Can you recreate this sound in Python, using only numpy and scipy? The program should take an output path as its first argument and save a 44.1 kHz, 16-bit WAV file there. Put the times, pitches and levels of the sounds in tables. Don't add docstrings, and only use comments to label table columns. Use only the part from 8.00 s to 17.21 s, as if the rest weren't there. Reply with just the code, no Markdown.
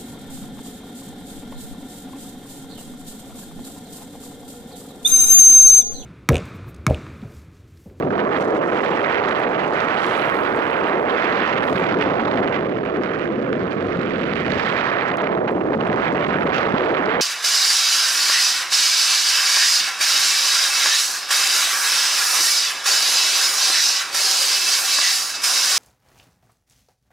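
import sys
import numpy as np
from scipy import signal
from scipy.fft import rfft, irfft, next_fast_len
from scipy.io import wavfile

SR = 44100
rng = np.random.default_rng(int(sys.argv[2]) if len(sys.argv) > 2 else 0)


def pcm_store(signal):
    levels = np.round(np.clip(np.atleast_2d(signal), -1, 1) * 32767)
    wavfile.write(sys.argv[1], SR, levels.astype(np.int16).T)


N = 406161
TIME = np.arange(N) / SR
SIZE = next_fast_len(N, real=True)
HZ = np.fft.rfftfreq(SIZE, 1 / SR)


# t/s, share from 0 to 1
SHELTER = [(4.4, 0.23), (4.7, 0.67), (5.3, 0.83), (6.35, 0.84), (6.53, 0.59), (6.9, 0.24)]
# f/Hz, left gain/dB, right gain/dB
SHELTER_TONE = [(250, -2.5, -3.5), (440, -1.5, -0.5), (496, -4, 0.5), (650, -12, -4.5), (890, -5, -15.5),
                (1140, -11.5, -5.5), (1970, -16, -1), (2800, 4, -1)]
# f/Hz, gain/dB
LEFT_DUCT = [(150, -0.3), (400, -1), (650, -3), (930, -12.5), (1250, -7), (1600, -8.5), (2050, -6),
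             (2500, -17.5), (3500, -21)]
# f/Hz, phase/rad
LEFT_LEAD = [(100, 0.033), (200, 0.3), (330, 0.72), (500, 1.03), (900, 1.51), (1600, 1.62), (4000, 1.8)]
# f/Hz, level against the right/dB
LEFT_EDDIES = [(40, -19), (130, -12.5), (300, -7), (550, -16), (900, -21.5), (2000, -30), (3000, -29.5),
               (5000, -34.5), (12000, -22)]

def wind(roar_db=-16.5, shelter_db=-2):
    shelter, = curves(SHELTER)
    roar = limiter(turbulence() + snaps()) * gain_of(roar_db + shelter_db * shelter)
    right = roar * slackening() + buffets() + slaps()
    stray = right * flutter(slow_hz=3.4, fast_hz=50)
    duct_db = read(LEFT_DUCT) - 4 / (1 + (2400 / (HZ + 1)) ** 10)
    left = filtered(right, gain_of(duct_db) * np.exp(1j * read(LEFT_LEAD)))
    left += filtered(stray, gain_of(read(LEFT_EDDIES)))
    ports = np.array([left, right])
    return (1 - shelter) * ports + shelter * filtered(ports, gain_of(read(SHELTER_TONE)))


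# f/Hz, level/dB
ROAR_TONE = [(25, -93.5), (60, -68.5), (110, -58.5), (200, -50.5), (400, -48), (700, -48.5), (1300, -50.5),
             (2000, -55), (3200, -66), (4500, -78), (6500, -92.5), (9500, -105), (15000, -115)]
# f/Hz, share from 0 to 1
HEAVINESS = [(60, 1), (130, 0.5), (260, 0.5), (400, 0.05), (580, 0.17), (1000, 0)]
# t/s, gain/dB
HOLLOW_GAIN = [(0, -1.5), (0.4, 3.5), (0.8, 3), (1.05, 1.5), (1.9, 0.5), (2.35, 2.5), (2.7, 0.5), (3.03, 4),
               (3.2, 2.5), (3.55, 0), (4.3, 2), (6.45, 1.5), (6.65, 0.5), (7.12, -4.5), (7.32, 3.5),
               (7.75, 0), (8.3, -1.5), (8.95, 3.5)]
# t/s, f/Hz
HOLLOW_PITCH = [(0.4, 450), (2.2, 516), (3.1, 467), (4.6, 354), (5.5, 300), (6.45, 225), (6.8, 402),
                (9.0, 440)]

def turbulence(corner_hz=1250, db_per_octave=21, hollow_octaves=0.97, patch_db=3.5, bands=19):
    corner = corner_hz * 2 ** (air_speed() / db_per_octave)
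    hollow_db, = curves(HOLLOW_GAIN)
    hollow_hz, = curves(HOLLOW_PITCH)
    tearing_db = tearing()
    lumps_db = 0.93 * rumble() + 0.14 * gust() + 0.95 * flutter(slow_hz=6.4, fast_hz=40)
    noise = rng.standard_normal(N)
    tone = gain_of(read(ROAR_TONE) - 9 / (1 + (9000 / (HZ + 1)) ** 4))
    centres = np.geomspace(30, 15360, bands)
    out = np.zeros(N)
    for hz, crossover in zip(centres, np.eye(bands)):
        band = filtered(noise, tone * np.interp(HZ, centres, crossover))
        low = read(HEAVINESS, hz)
        middle = np.exp(-(np.log2(hz / hollow_hz) / hollow_octaves) ** 2)
        high = 1 / (1 + (1800 / hz) ** 2)
        patches_db = patch_db * np.minimum(flutter(slow_hz=0.23, fast_hz=69.6), 2)
        motion_db = low * lumps_db + middle * hollow_db + high * (tearing_db + patches_db)
        roll_off = (1 + (hz / corner) ** 3) ** -0.79
        out += band * evened(roll_off * gain_of(motion_db))
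    return evened(out)


# t/s, level/dB
GUSTS = [(0, -54.5), (0.33, -44.5), (0.62, -45), (0.8, -37.5), (1.15, -34), (1.55, -36), (2.15, -30),
         (2.45, -37.5), (2.85, -34.5), (3.05, -42.5), (3.11, -32.5), (3.22, -26), (3.43, -29.5),
         (3.6, -34.5), (4.03, -36), (4.8, -48), (5.12, -39.5), (5.35, -45.5), (6.0, -39.5), (6.72, -27),
         (7.0, -36), (7.22, -43), (7.56, -56.5), (8.03, -37), (8.2, -38), (8.49, -42), (8.535, -26.5),
         (8.6, -27.5), (8.69, -37.5), (9.2, -34.5)]

def gust():
    db, = curves(GUSTS)
    return db - db.mean()


# t/s, change/dB, half length/s
PUFFS = [(0.095, -28, 0.01), (0.196, 12, 0.049), (0.35, 18, 0.027), (1.157, 12.5, 0.021),
         (1.499, -17, 0.029), (1.691, -15, 0.047), (3.722, -10.5, 0.047), (3.966, -17.5, 0.026),
         (4.551, 24, 0.03), (7.165, -19, 0.011), (7.49, 23, 0.022), (7.737, 17, 0.022), (7.772, -16, 0.028),
         (8.135, -25, 0.014), (8.283, -12.5, 0.004), (8.393, -17, 0.005), (9.01, -11.5, 0.02)]
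# t/s, flapping depth as a multiplier
UNSTEADINESS = [(0.6, 1.67), (3.4, .9), (3.75, 2), (6.15, 1.12), (6.35, 1.3), (6.9, 1.5), (7.2, 2.14),
                (8.4, 1.84), (8.56, 1.3), (8.75, 1.7)]

def air_speed(gust_scale=1.56, flap_db=4.0, stall_s=0.0057, stall_db=-2):
    puffs_db = sum(db * bell(s, half_s) for s, db, half_s in PUFFS)
    stalls_db = stall_db * sum(bell(s - stall_s, stall_s) for s, *_ in SLAPS)
    depth, = curves(UNSTEADINESS)
    wobble = flutter(slow_hz=4.8, fast_hz=185)
    flapping = np.pi * (1 - np.exp(-wobble / np.pi))
    return gust_scale * gust() + puffs_db + stalls_db + flap_db * depth * flapping


# t/s, level/dB
RUMBLE = [(0.1, -34), (0.3, -41), (1.2, -46), (3.45, -45), (3.68, -36), (4.6, -35.5), (6.0, -29.5),
          (6.5, -24.5), (6.62, -33.5), (7.13, -50.5), (7.3, -44), (7.9, -35), (8.75, -37), (9.2, -46)]

def rumble():
    db, = curves(RUMBLE)
    return db - db.mean()


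def tearing(depth_db=5.5, per_rumble=0.17, calming=0.21):
    unsteady, = curves(UNSTEADINESS)
    bursts = np.minimum(flutter(slow_hz=120, fast_hz=840), np.e)
    return (depth_db + per_rumble * rumble()) * (unsteady / 2) ** calming * bursts


def limiter(x, speed_hz=40, squeeze=0.7):
    smoothing = np.exp(-(HZ / speed_hz) ** 2)
    peak_power = np.sqrt(np.maximum(filtered(x ** 4, smoothing), .01))
    return evened(x / peak_power ** (squeeze / 2))


# t/s, level/dB, half length/s
BUFFETS = [(3.754, -17, .002), (4.252, -15, .0015), (5.38, -13, .0012), (5.767, -11.5, .0014),
           (5.991, -11, .0016), (6.4475, -12, .0013), (7.8945, -13, .0016), (8.285, -9.5, .0013),
           (8.742, -8.5, .0014)]

def buffets(ring_s=0.0044, ring_hz=230, ring_share=0.43):
    out = np.zeros(N)
    for s, db, half_s in BUFFETS:
        near = abs(TIME - s) < 10 * ring_s
        t = TIME[near] - s
        away, after = (t / half_s) ** 2, np.maximum(t, 0)
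        suction = (1 - 2 * away) * np.exp(-away)
        envelope = (1 - np.exp(-after / half_s)) * np.exp(-after / ring_s)
        ring = ring_share * envelope * np.cos(2 * np.pi * ring_hz * t)
        out[near] -= gain_of(db) * (suction + ring)
    return out


def slackening(depth_db=-4, lead_s=.009):
    return gain_of(depth_db * sum(bell(s - lead_s, lead_s) for s, _, _ in BUFFETS))


# t/s, peak level/dB, decay/s, added treble/dB
SLAPS = [(0.024, -15, 0.0037, -9), (0.1053, -12.5, 0.003, -15), (0.127, -16, 0.0035, -10),
         (0.1919, -9.5, 0.0018, -10), (1.8035, -15, .0012, 13), (4.010, -9, 0.006, 8),
         (4.373, -13.5, 0.0034, 1), (4.476, -9, 0.0012, 6), (4.7385, -16, .0012, -16),
         (4.8515, -14, .0012, -8), (5.035, -10.5, 0.00083, 5), (5.5288, -7, 0.00089, -9),
         (6.014, -17, 0.0036, 10), (7.608, -19.5, 0.0058, -9), (7.733, -23, 0.0021, -2),
         (7.9287, -8, .0015, 1), (9.058, -14, 0.0022, 16)]

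def slaps(attack_s=0.00043, bright_hz=3200):
    out, t = np.zeros(N), np.arange(2048) / SR
    hz = np.fft.rfftfreq(len(t), 1 / SR)
    tone_db = read([(400, -22.5), (1200, 12), (2700, 2), (4200, -10.5),
                    (6500, -28.5), (12000, -53.5)], hz)
    treble = np.clip(2 * hz / bright_hz - 3 / 2, 0, 1)
    for s, db, decay_s, bright_db in SLAPS:
        noise = rng.standard_normal(len(t))
        rip = irfft(rfft(noise) * gain_of(tone_db + bright_db * treble))
        rip *= (1 - np.exp(-t / attack_s)) * np.exp(-t / decay_s)
        start = round(s * SR)
        out[start:start + len(t)] += gain_of(db) * rip / abs(rip).max()
    return out


def snaps(per_s=70, spread_db=4.5, against_roar_db=-32, follows=0.97):
    lull_db = np.minimum(gust(), 0) + np.minimum(rumble(), 0)
    size_db = spread_db * np.minimum(rng.exponential(1, N), 2) + follows * lull_db
    clicks = gain_of(size_db) * rng.choice([-1, 1], N) * (rng.random(N) < per_s / SR)
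    tone = gain_of(read([(700, -9.5), (2500, 7), (4500, -2.5), (8000, -18), (14000, -41.5)]))
    return gain_of(against_roar_db) * evened(filtered(clicks, tone))


# left hiss/dB, left fizz/dB, right fizz/dB
THIN_HISS_LEVELS = (-80.5, -87.5, -80.5)
# dB per dB of gust, for the same three
THIN_HISS_PER_GUST = (-.2, -.7, .35)
# peak t/s, rise/s, fall/s, left hiss/dB, fizz/dB, fizz left minus right/dB
SWISHES = [(0.03, .2, 0.3, -58.5, -78, 8), (0.408, 0.066, 0.07, -46.5, -78, 8),
           (0.85, 0.29, 0.36, -47.5, -69, -1), (1.33, 0.12, 0.17, -52, -74, 3),
           (1.76, 0.14, .08, -46, -70, 8), (2.06, 0.15, 0.14, -45.5, -73, 8),
           (2.35, 0.19, 0.34, -64, -61.5, 8), (2.9, 0.53, 0.42, -59, -68.5, -14),
           (3.8, 0.12, 0.098, -50, -78, 18), (7.6, 0.13, 0.33, -64, -87, 11),
           (9.05, 0.23, 0.28, -63, -72, -8)]
# start/s, end/s, fizz/dB, left minus right/dB
FIZZ_BURSTS = [(0.375, 0.457, -65, 6), (3.62, 3.81, -63, 13), (8.36, 8.5, -73, -21)]
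# f/Hz, hiss/dB, fizz/dB
SWISH_TONES = [(1000, -9, -35.5), (3000, 0.5, -14), (6500, -5, -2.5), (8600, -13, -0.5), (11000, -21, -3.5),
               (15500, -37.5, -5.5)]

def swishes(burst_edge_s=.015):
    power = gain_of(np.array(THIN_HISS_LEVELS)[:, None] + np.outer(THIN_HISS_PER_GUST, gust())) ** 2
    for s, rise, fall, hiss_db, fizz_db, pan_db in SWISHES:
        levels = gain_of([[hiss_db], [fizz_db + pan_db / 2], [fizz_db - pan_db / 2]])
        power += (levels * swell(s, rise, fall)) ** 2
    for start, end, fizz_db, pan_db in FIZZ_BURSTS:
        gate = np.clip(np.minimum(TIME - start, end - TIME) / burst_edge_s + 1 / 2, 0, 1)
        power[1:] += (gain_of([[fizz_db + pan_db / 2], [fizz_db - pan_db / 2]]) * gate) ** 2
    hiss, left_fizz, right_fizz = np.sqrt(power)
    hiss_tone, fizz_tone = read(SWISH_TONES)
    left = hiss * grains(hiss_tone, clump_db=5.5) + left_fizz * grains(fizz_tone, clump_db=2.0)
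    right = right_fizz * grains(fizz_tone, clump_db=4.0)
    return np.array([left, right])


def grains(tone_db, clump_db):
    rough = rng.standard_normal(N) * gain_of(np.e * flutter(slow_hz=300, fast_hz=2500))
    clumps = gain_of(clump_db * flutter(slow_hz=6.3, fast_hz=120))
    return evened(filtered(rough * clumps, gain_of(tone_db)))


def swell(peak_s, rise_s, fall_s, drop_db=5.5):
    away = (TIME - peak_s) / np.where(TIME < peak_s, rise_s, fall_s)
    return gain_of(-drop_db * 2 * away ** 2 / (1 + abs(away)))


# t/s, centre f/Hz, left level/dB
RISING_SWISH = [(1.7, 5060, -120), (1.9, 5500, -65), (2.05, 6600, -49), (2.2, 9500, -54.5),
                (2.3, 11500, -61), (2.43, 13000, -59), (2.65, 13500, -120)]

def rising_swish(width_hz=5200, pan_db=10):
    hz, db = curves(RISING_SWISH)
    carrier = np.exp(2j * np.pi * np.cumsum(hz) / SR)
    rough = rng.standard_normal((2, N)) * gain_of(4.5 * flutter(slow_hz=30, fast_hz=1200))
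    band = signal.sosfilt(signal.butter(2, width_hz / 2, fs=SR, output="sos"), rough / carrier)
    return gain_of([db, db - pan_db]) * evened((band * carrier).real)


# f/Hz, level/dB
CREST_TONE = [(2200, -12.5), (4400, 1), (9000, -28.5)]

def crest_hiss(average_db=-60.5, per_gust=1.3):
    right = gain_of(average_db + per_gust * gust()) * grains(read(CREST_TONE), clump_db=5)
    return np.array([np.zeros(N), right])


# t/s, level/dB, left minus right/dB, brightness/dB
TICKS = [(0.5564, -39, 6, -15), (1.2925, -27, 6, -26), (1.3968, -33, 9, -11), (2.066, -23, 4, -20),
         (2.298, -28, 9, -9), (2.346, -33, 9, -10), (2.563, -31, 2, -15), (2.708, -34, 1.5, -15),
         (7.083, -31.5, -24, -29), (7.1715, -25, 11, -22), (7.22, -36, -20.5, -29), (7.5178, -39, 17, -5),
         (7.8746, -33, 10, -21), (8.2825, -33, -20, -32)]

def ticks(decay_s=.0009, rattle=0.13):
    out, t = np.zeros((2, N)), np.arange(512) / SR
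    hz = np.fft.rfftfreq(len(t), 1 / SR)
    lead = len(t) // 8
    for s, db, pan_db, treble_db in TICKS:
        tone_db = read([(2000, -9), (4000, 4), (6000, 1.5),
                        (10500, treble_db + 10), (15000, 1.1 * treble_db + 5)], hz)
        blow = (t == 0) + rattle * rng.standard_normal(len(t)) * np.exp(-t / decay_s)
        click = irfft(rfft(np.roll(blow, lead)) * gain_of(tone_db))
        click *= gain_of(db + 1.5) / abs(click).max()
        sides = gain_of([[pan_db / 2], [-pan_db / 2]])
        start = round(s * SR) - lead
        out[:, start:start + len(t)] += sides / sides.mean() * click
    return out


def pellets(per_s=40, spread_db=2.5, level_db=-75):
    size = gain_of(spread_db * np.minimum(rng.exponential(1, (2, N)), np.pi))
    hits = size * (rng.random((2, N)) < per_s / SR)
    tone = gain_of(read([(1500, -5.0), (5500, 4), (10000, -7), (15000, -11.5)]))
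    return gain_of(level_db) * evened(filtered(hits, tone))


# f/Hz, level/dB
PORT_HISS_TONE = [(500, -10), (2500, 12.5), (6000, -2), (8000, -16), (15000, -30.5)]

def port_hiss(left_db=-69, right_db=-60):
    hiss = filtered(rng.standard_normal((2, N)), gain_of(read(PORT_HISS_TONE)))
    return gain_of([[left_db], [right_db]]) * evened(hiss)


def gain_of(db):
    return 10 ** (np.asarray(db) / 20)


def evened(x):
    return x / np.sqrt(np.mean(x ** 2) + 1e-20)


def curves(rows):
    s, *columns = np.transpose(rows)
    return np.array([np.interp(TIME, s, c) for c in columns])


def read(rows, hz=HZ):
    f, *columns = np.transpose(rows)
    return np.squeeze([np.interp(np.log(hz + 1), np.log(f), c) for c in columns])


def filtered(x, gain):
    return irfft(rfft(x, SIZE) * gain, SIZE)[..., :N]


def flutter(slow_hz, fast_hz):
    shape = HZ / (HZ + slow_hz) ** (3 / 2) / (1 + (HZ / fast_hz) ** 2)
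    return evened(filtered(rng.standard_normal(N), shape))


def bell(s, half_s):
    return np.exp(-np.minimum(abs(TIME - s) / half_s, 10) ** 2)


def scene():
    return wind() + port_hiss() + swishes() + crest_hiss() + rising_swish() + pellets() + ticks()


def record(dry):
    low_pass = signal.firwin(511, 15850, window=("kaiser", 9), fs=SR)
    return signal.oaconvolve(dry, low_pass[None], "same")


dry = scene()
out = record(dry)
pcm_store(out)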